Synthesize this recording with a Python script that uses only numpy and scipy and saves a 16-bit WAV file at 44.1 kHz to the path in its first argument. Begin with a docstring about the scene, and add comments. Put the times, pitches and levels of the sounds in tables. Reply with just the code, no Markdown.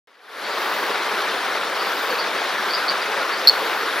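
"""A rushing, gurgling stream fades in over the first half second, a bed of noise and ringing bubbles.
Katydids scrape their wings very high above it, and glass frogs peep from the bank through a forest echo.
Near the end a frog on a leaf right beside us gives one sharp four-pulse peep, its vocal cords ringing
the throat sac so loudly that the sound clips."""
import sys
import numpy as np
from scipy import signal
from scipy.fft import rfft, irfft
from scipy.io import wavfile
from scipy.ndimage import uniform_filter1d

SR = 44100
rng = np.random.default_rng(int(sys.argv[2]) if len(sys.argv) > 2 else 0)


def persist_wave(psi):
    """Save psi, clipped to +-1, as 16-bit WAV."""
    counts = np.round(np.clip(psi, -1, 1) * 32767).astype(np.int16)
    wavfile.write(sys.argv[1], SR, np.atleast_2d(counts).T)


N = 176400

# tone colour of the water: f/Hz, relative level/dB
WATER_SPECTRUM = [(30, -53), (100, -38), (150, -26), (200, -13.5), (265, -12.5), (330, -6.5), (430, -1),
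                  (630, -3), (900, -1.5), (1350, .7), (2000, -4), (2800, -9.7), (3600, -9), (4800, -13.5),
                  (6000, -19.5), (7300, -25.5), (9000, -26.5), (11600, -24.5), (12700, -27), (13600, -32),
                  (15600, -34.5)]
# stereo width of the wash: f/Hz, left-right likeness (1 = fully alike)
WATER_COHERENCE = [(100, 0.98), (300, 1), (500, 0.94), (950, 0.95), (1900, 0.97), (3800, 0.84),
                   (5800, 0.69), (7500, 0.05), (15000, 0.13)]
# where the water sits: f/Hz, left minus right/dB
WATER_PAN = [(200, 0.5), (380, -2.2), (700, 4), (1290, -0.5), (2380, 5), (4400, 0), (8100, 1), (12000, -1),
             (14500, 4)]
# how far the wash leads on the left: f/Hz, phase/rad
WATER_PHASE_LEAD = [(100, .01), (300, 0.051), (600, 0.35), (1100, 0.11), (1900, 0.58), (3500, 0.44),
                    (5800, .3)]
# deep glugs: t/s, f/Hz, level/dB
GURGLES = [(1.128, 212, -37), (2.107, 494, -21), (2.126, 464, -21), (2.591, 215, -35.5)]
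# katydid wing strokes: t/s, length/s, level/dB, f/Hz, band spread/Hz
WING_STROKES = [(.1, 0.39, -43, 11100, 750), (0.468, 0.47, -42.5, 13200, 1100),
                (0.977, 0.3, -48, 11900, 850), (1.73, 0.5, -42, 13100, 1100), (2.47, .43, -48, 12400, 850),
                (3.343, 0.53, -42.5, 13100, 1100), (3.838, .35, -40.5, 11000, 750)]
# calls from the bank: t/s, first pulse's level/dB, first pulse's f/Hz, pulse count, echo send/dB
BANK_CALLS = [(.44, -27, 4370, 4, 0), (.50, -29, 4510, 4, -3), (1.788, -25.5, 4520, 4, 0),
              (2.099, -29, 4370, 3, 0), (2.186, -19.5, 4440, 4, -0.5), (2.693, -27, 4430, 4, 2),
              (2.7343, -13.5, 4610, 3, -3.5), (2.8818, -13.5, 4420, 4, -8), (3.016, -23, 4680, 2, -3),
              (3.32, -28.5, 4480, 4, 4), (3.375, -33, 4750, 3, 2)]
# the close frog's pulses in order: level/dB, settled f/Hz, time to peak/s
NEAR_PULSES = [(5.5, 4230, .00132), (5.3, 4300, .00122), (4.6, 4350, .00126), (3.2, 4370, .00162)]
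# slap off a nearby leaf: delay/s, left level/dB, right level/dB
LEAF_ECHOES = [(.0052, -15, -21)]
# fade-in of the whole mix: t/s, level/dB
FADE_IN = [(.074, -31.5), (.18, -30.5), (.3, -18.5), (.4, -8.5), (.48, -4.5), (.62, -1.5)]

STREAM_DB, PATCH_DB, FLICKER_DB, SWELL_DB = -22.5, 1.67, 0.61, -0.16
BUBBLES_PER_S, BUBBLE_DB, BUBBLE_SPREAD_DB = 1400, -29, 1.5
BUBBLE_LOW_HZ, BUBBLE_HIGH_HZ, BUBBLE_CYCLES, BUBBLE_RISE = 302.4, 5194, 4.93, 0.058
BUZZ_RISE_S, BUZZ_FALL_S, TEETH_PER_S, BUZZ_DEPTH = 0.15, .07, 183, .25
PULSE_GAP_S, STEP_HZ, STEP_DB, FOURTH_PULSE_DB = .0075, 62, 1.5, -9.5  # frogs on the bank
NEAR_CALL_S, NEAR_ECHO_DB, NEAR_DELAYS_S = 3.4728, -19, (0, .007, .0144, .0223)


def amp(db):
    """Decibels to gain."""
    return 10 ** (np.asarray(db) / 20)


def unit(x):
    """Scales to rms 1."""
    return x / np.sqrt(np.mean(x ** 2) + 1e-20)


def read(points, hz):
    """Reads a table on a log-frequency axis."""
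    f, value = np.transpose(points)
    return np.interp(np.log(hz + 1), np.log(f + 1), value)


def add(mix, s, sound):
    """Mixes a sound in at time s."""
    part = mix[..., max(round(s * SR), 0):][..., :sound.shape[-1]]
    part += sound[..., :part.shape[-1]]


def pan(db):
    """Left and right gains for a level difference; positive leans left."""
    return np.array([amp(db / 2), amp(-db / 2)])


def swell(t, peak_s, shape):
    """Rounded attack to 1 at peak_s, then an exponential decay."""
    return (t / peak_s * np.exp(1 - t / peak_s)) ** shape


def stream():
    """Rushing water: a wash with quick splashy patches and hardly any slow swell."""
    frames, bins = N // 128 + 9, 257
    patches = uniform_filter1d(rng.standard_normal((frames, bins)), size=9, axis=0)
    patches = unit(uniform_filter1d(patches, size=6, axis=1))
    flicker, slow = rng.standard_normal((2, frames, 1))
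    flicker = unit(uniform_filter1d(flicker, size=4, axis=0))
    slow = unit(uniform_filter1d(slow, size=90, axis=0))
    motion = amp(PATCH_DB * patches + FLICKER_DB * flicker + SWELL_DB * slow)
    grains = rng.standard_normal((2, frames, bins)) + 1j * rng.standard_normal((2, frames, bins))
    _, wash = signal.istft((grains * motion).swapaxes(1, 2), nperseg=512, noverlap=384)
    common, side = rfft(wash[:, :N])
    f = np.fft.rfftfreq(N, 1 / SR)
    likeness = read(WATER_COHERENCE, f)  # narrow lows, wide highs
    left = common * np.exp(1j * read(WATER_PHASE_LEAD, f))
    right = likeness * common + np.sqrt(1 - likeness ** 2) * side
    ears = np.array([left, right]) * pan(read(WATER_PAN, f))
    return amp(STREAM_DB) * unit(irfft(ears * amp(read(WATER_SPECTRUM, f)), N))


def bubbles(pitches=32):
    """Countless bubbles ring briefly and bend upward, a few popping out louder."""
    out, t = np.zeros((2, N)), np.arange(SR // 12) / SR
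    for hz in np.geomspace(BUBBLE_LOW_HZ, BUBBLE_HIGH_HZ, pitches):
        age = t * hz / BUBBLE_CYCLES
        bend = 1 + BUBBLE_RISE * np.tanh(age / 2)
        ring = swell(age, .5, 1) * np.sin(2 * np.pi * hz * t * bend)
        triggers = rng.random(N) < BUBBLES_PER_S / pitches / SR
        accents = amp(BUBBLE_SPREAD_DB * np.minimum(rng.exponential(1, N), 4))
        gains = pan(read(WATER_PAN, hz)) * hz * amp(read(WATER_SPECTRUM, hz))
        out += gains[:, None] * signal.oaconvolve(triggers * accents, ring)[:N]
    return amp(BUBBLE_DB) * unit(out)


def gurgles():
    """Large air pockets glug among the stones."""
    out, t = np.zeros(N), np.arange(SR // 8) / SR
    envelope = swell(t, peak_s=0.0094, shape=1.8)
    bend = 1 + BUBBLE_RISE * t / t[-1]
    for s, hz, db in GURGLES:
        add(out, s, amp(db) * envelope * np.sin(2 * np.pi * hz * t * bend))
    return out


def katydids(echo_gain=.35, echo_s=.00178):
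    """Wing scrapes: very high hiss, rippled by the teeth of the file and coloured by a leaf's echo."""
    out = np.zeros((2, N))
    t, f = np.arange(SR) / SR, np.fft.rfftfreq(SR, 1 / SR)
    leaf_comb = 1 + echo_gain * np.exp(-2j * np.pi * f * echo_s)
    ripple = 1 + BUZZ_DEPTH * np.sin(2 * np.pi * TEETH_PER_S * t)
    for s, length, db, hz, spread in WING_STROKES:
        band = np.exp(-((f - hz) / spread / 2) ** 2)
        hiss = unit(irfft(rfft(rng.standard_normal((2, SR))) * leaf_comb * band, SR))
        stroke = np.clip(np.minimum(t / BUZZ_RISE_S, (length - t) / BUZZ_FALL_S), 0, 1)
        add(out, s, amp(db) * stroke * hiss * ripple)
    return out * pan(db=1.5)[:, None]


def forest_echo(x, t60_s=0.2, predelay_s=.004):
    """A short, diffuse tail off the foliage, different at each ear."""
    t = np.arange(SR // 2) / SR
    tail = rng.standard_normal((2, len(t))) * amp(-60 * t / t60_s) * (t > predelay_s)
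    tail[1] = (tail[0] + tail[1]) / np.sqrt(2)
    return signal.fftconvolve(x[None], tail / np.linalg.norm(tail[0]), axes=1)


def throat_pulse(db, hz, peak_s, droop_hz=640, droop_s=0.00056):
    """One burst of the vocal cords rings the throat sac: a pip that starts sharp and settles on hz."""
    t = np.arange(SR // 80) / SR
    turns = np.cumsum(hz + droop_hz * np.exp(-t / droop_s)) / SR
    return amp(db) * swell(t, peak_s, shape=1.65) * np.sin(2 * np.pi * turns)


def bank_frogs():
    """Distant peeps blurred by the forest: pulses climb in pitch and level, but a fourth is softer."""
    out = np.zeros((2, N))
    for s, db, hz, count, echo_db in BANK_CALLS:
        call = np.zeros(SR // 10)
        for k in range(count):
            pulse_db = db + k * STEP_DB + FOURTH_PULSE_DB * (k > 2)
            add(call, k * PULSE_GAP_S, throat_pulse(pulse_db, hz + k * STEP_HZ, peak_s=0.0015))
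        add(out, s, call)
        add(out, s, amp(echo_db) * forest_echo(call))
    return out


def near_frog():
    """Four quick, hot pulses, thrown back by a nearby leaf and faintly by the forest."""
    voice = np.zeros(N)
    for delay, (db, hz, peak_s) in zip(NEAR_DELAYS_S, NEAR_PULSES):
        add(voice, NEAR_CALL_S + delay, throat_pulse(db, hz, peak_s))
    out = voice + amp(NEAR_ECHO_DB) * forest_echo(voice)[:, :N]
    for delay, left_db, right_db in LEAF_ECHOES:
        add(out, delay, amp([[left_db], [right_db]]) * voice)
    return out


def scene():
    """Frogs and insects over the water."""
    return near_frog() + bank_frogs() + stream() + bubbles() + gurgles() + katydids()


def record(dry):
    """Fades in from silence, hard-clips the close peep at full scale and trims the very top."""
    start_s, cutoff_hz = .0728, 15850
    up, down = 160, 147  # the overloaded converter runs at 48 kHz
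    t = np.arange(N) / SR
    faded = dry * amp(np.interp(t, *np.transpose(FADE_IN))) * (t > start_s)
    clipped = np.clip(signal.resample_poly(faded, up, down, axis=1), -1, 1)
    clipped = signal.resample_poly(clipped, down, up, axis=1)[:, :N]
    lowpass = signal.firwin(511, cutoff_hz, window=("kaiser", 9), fs=SR)
    return signal.oaconvolve(clipped, lowpass[None], "same")


dry = scene()
out = record(dry)
persist_wave(out)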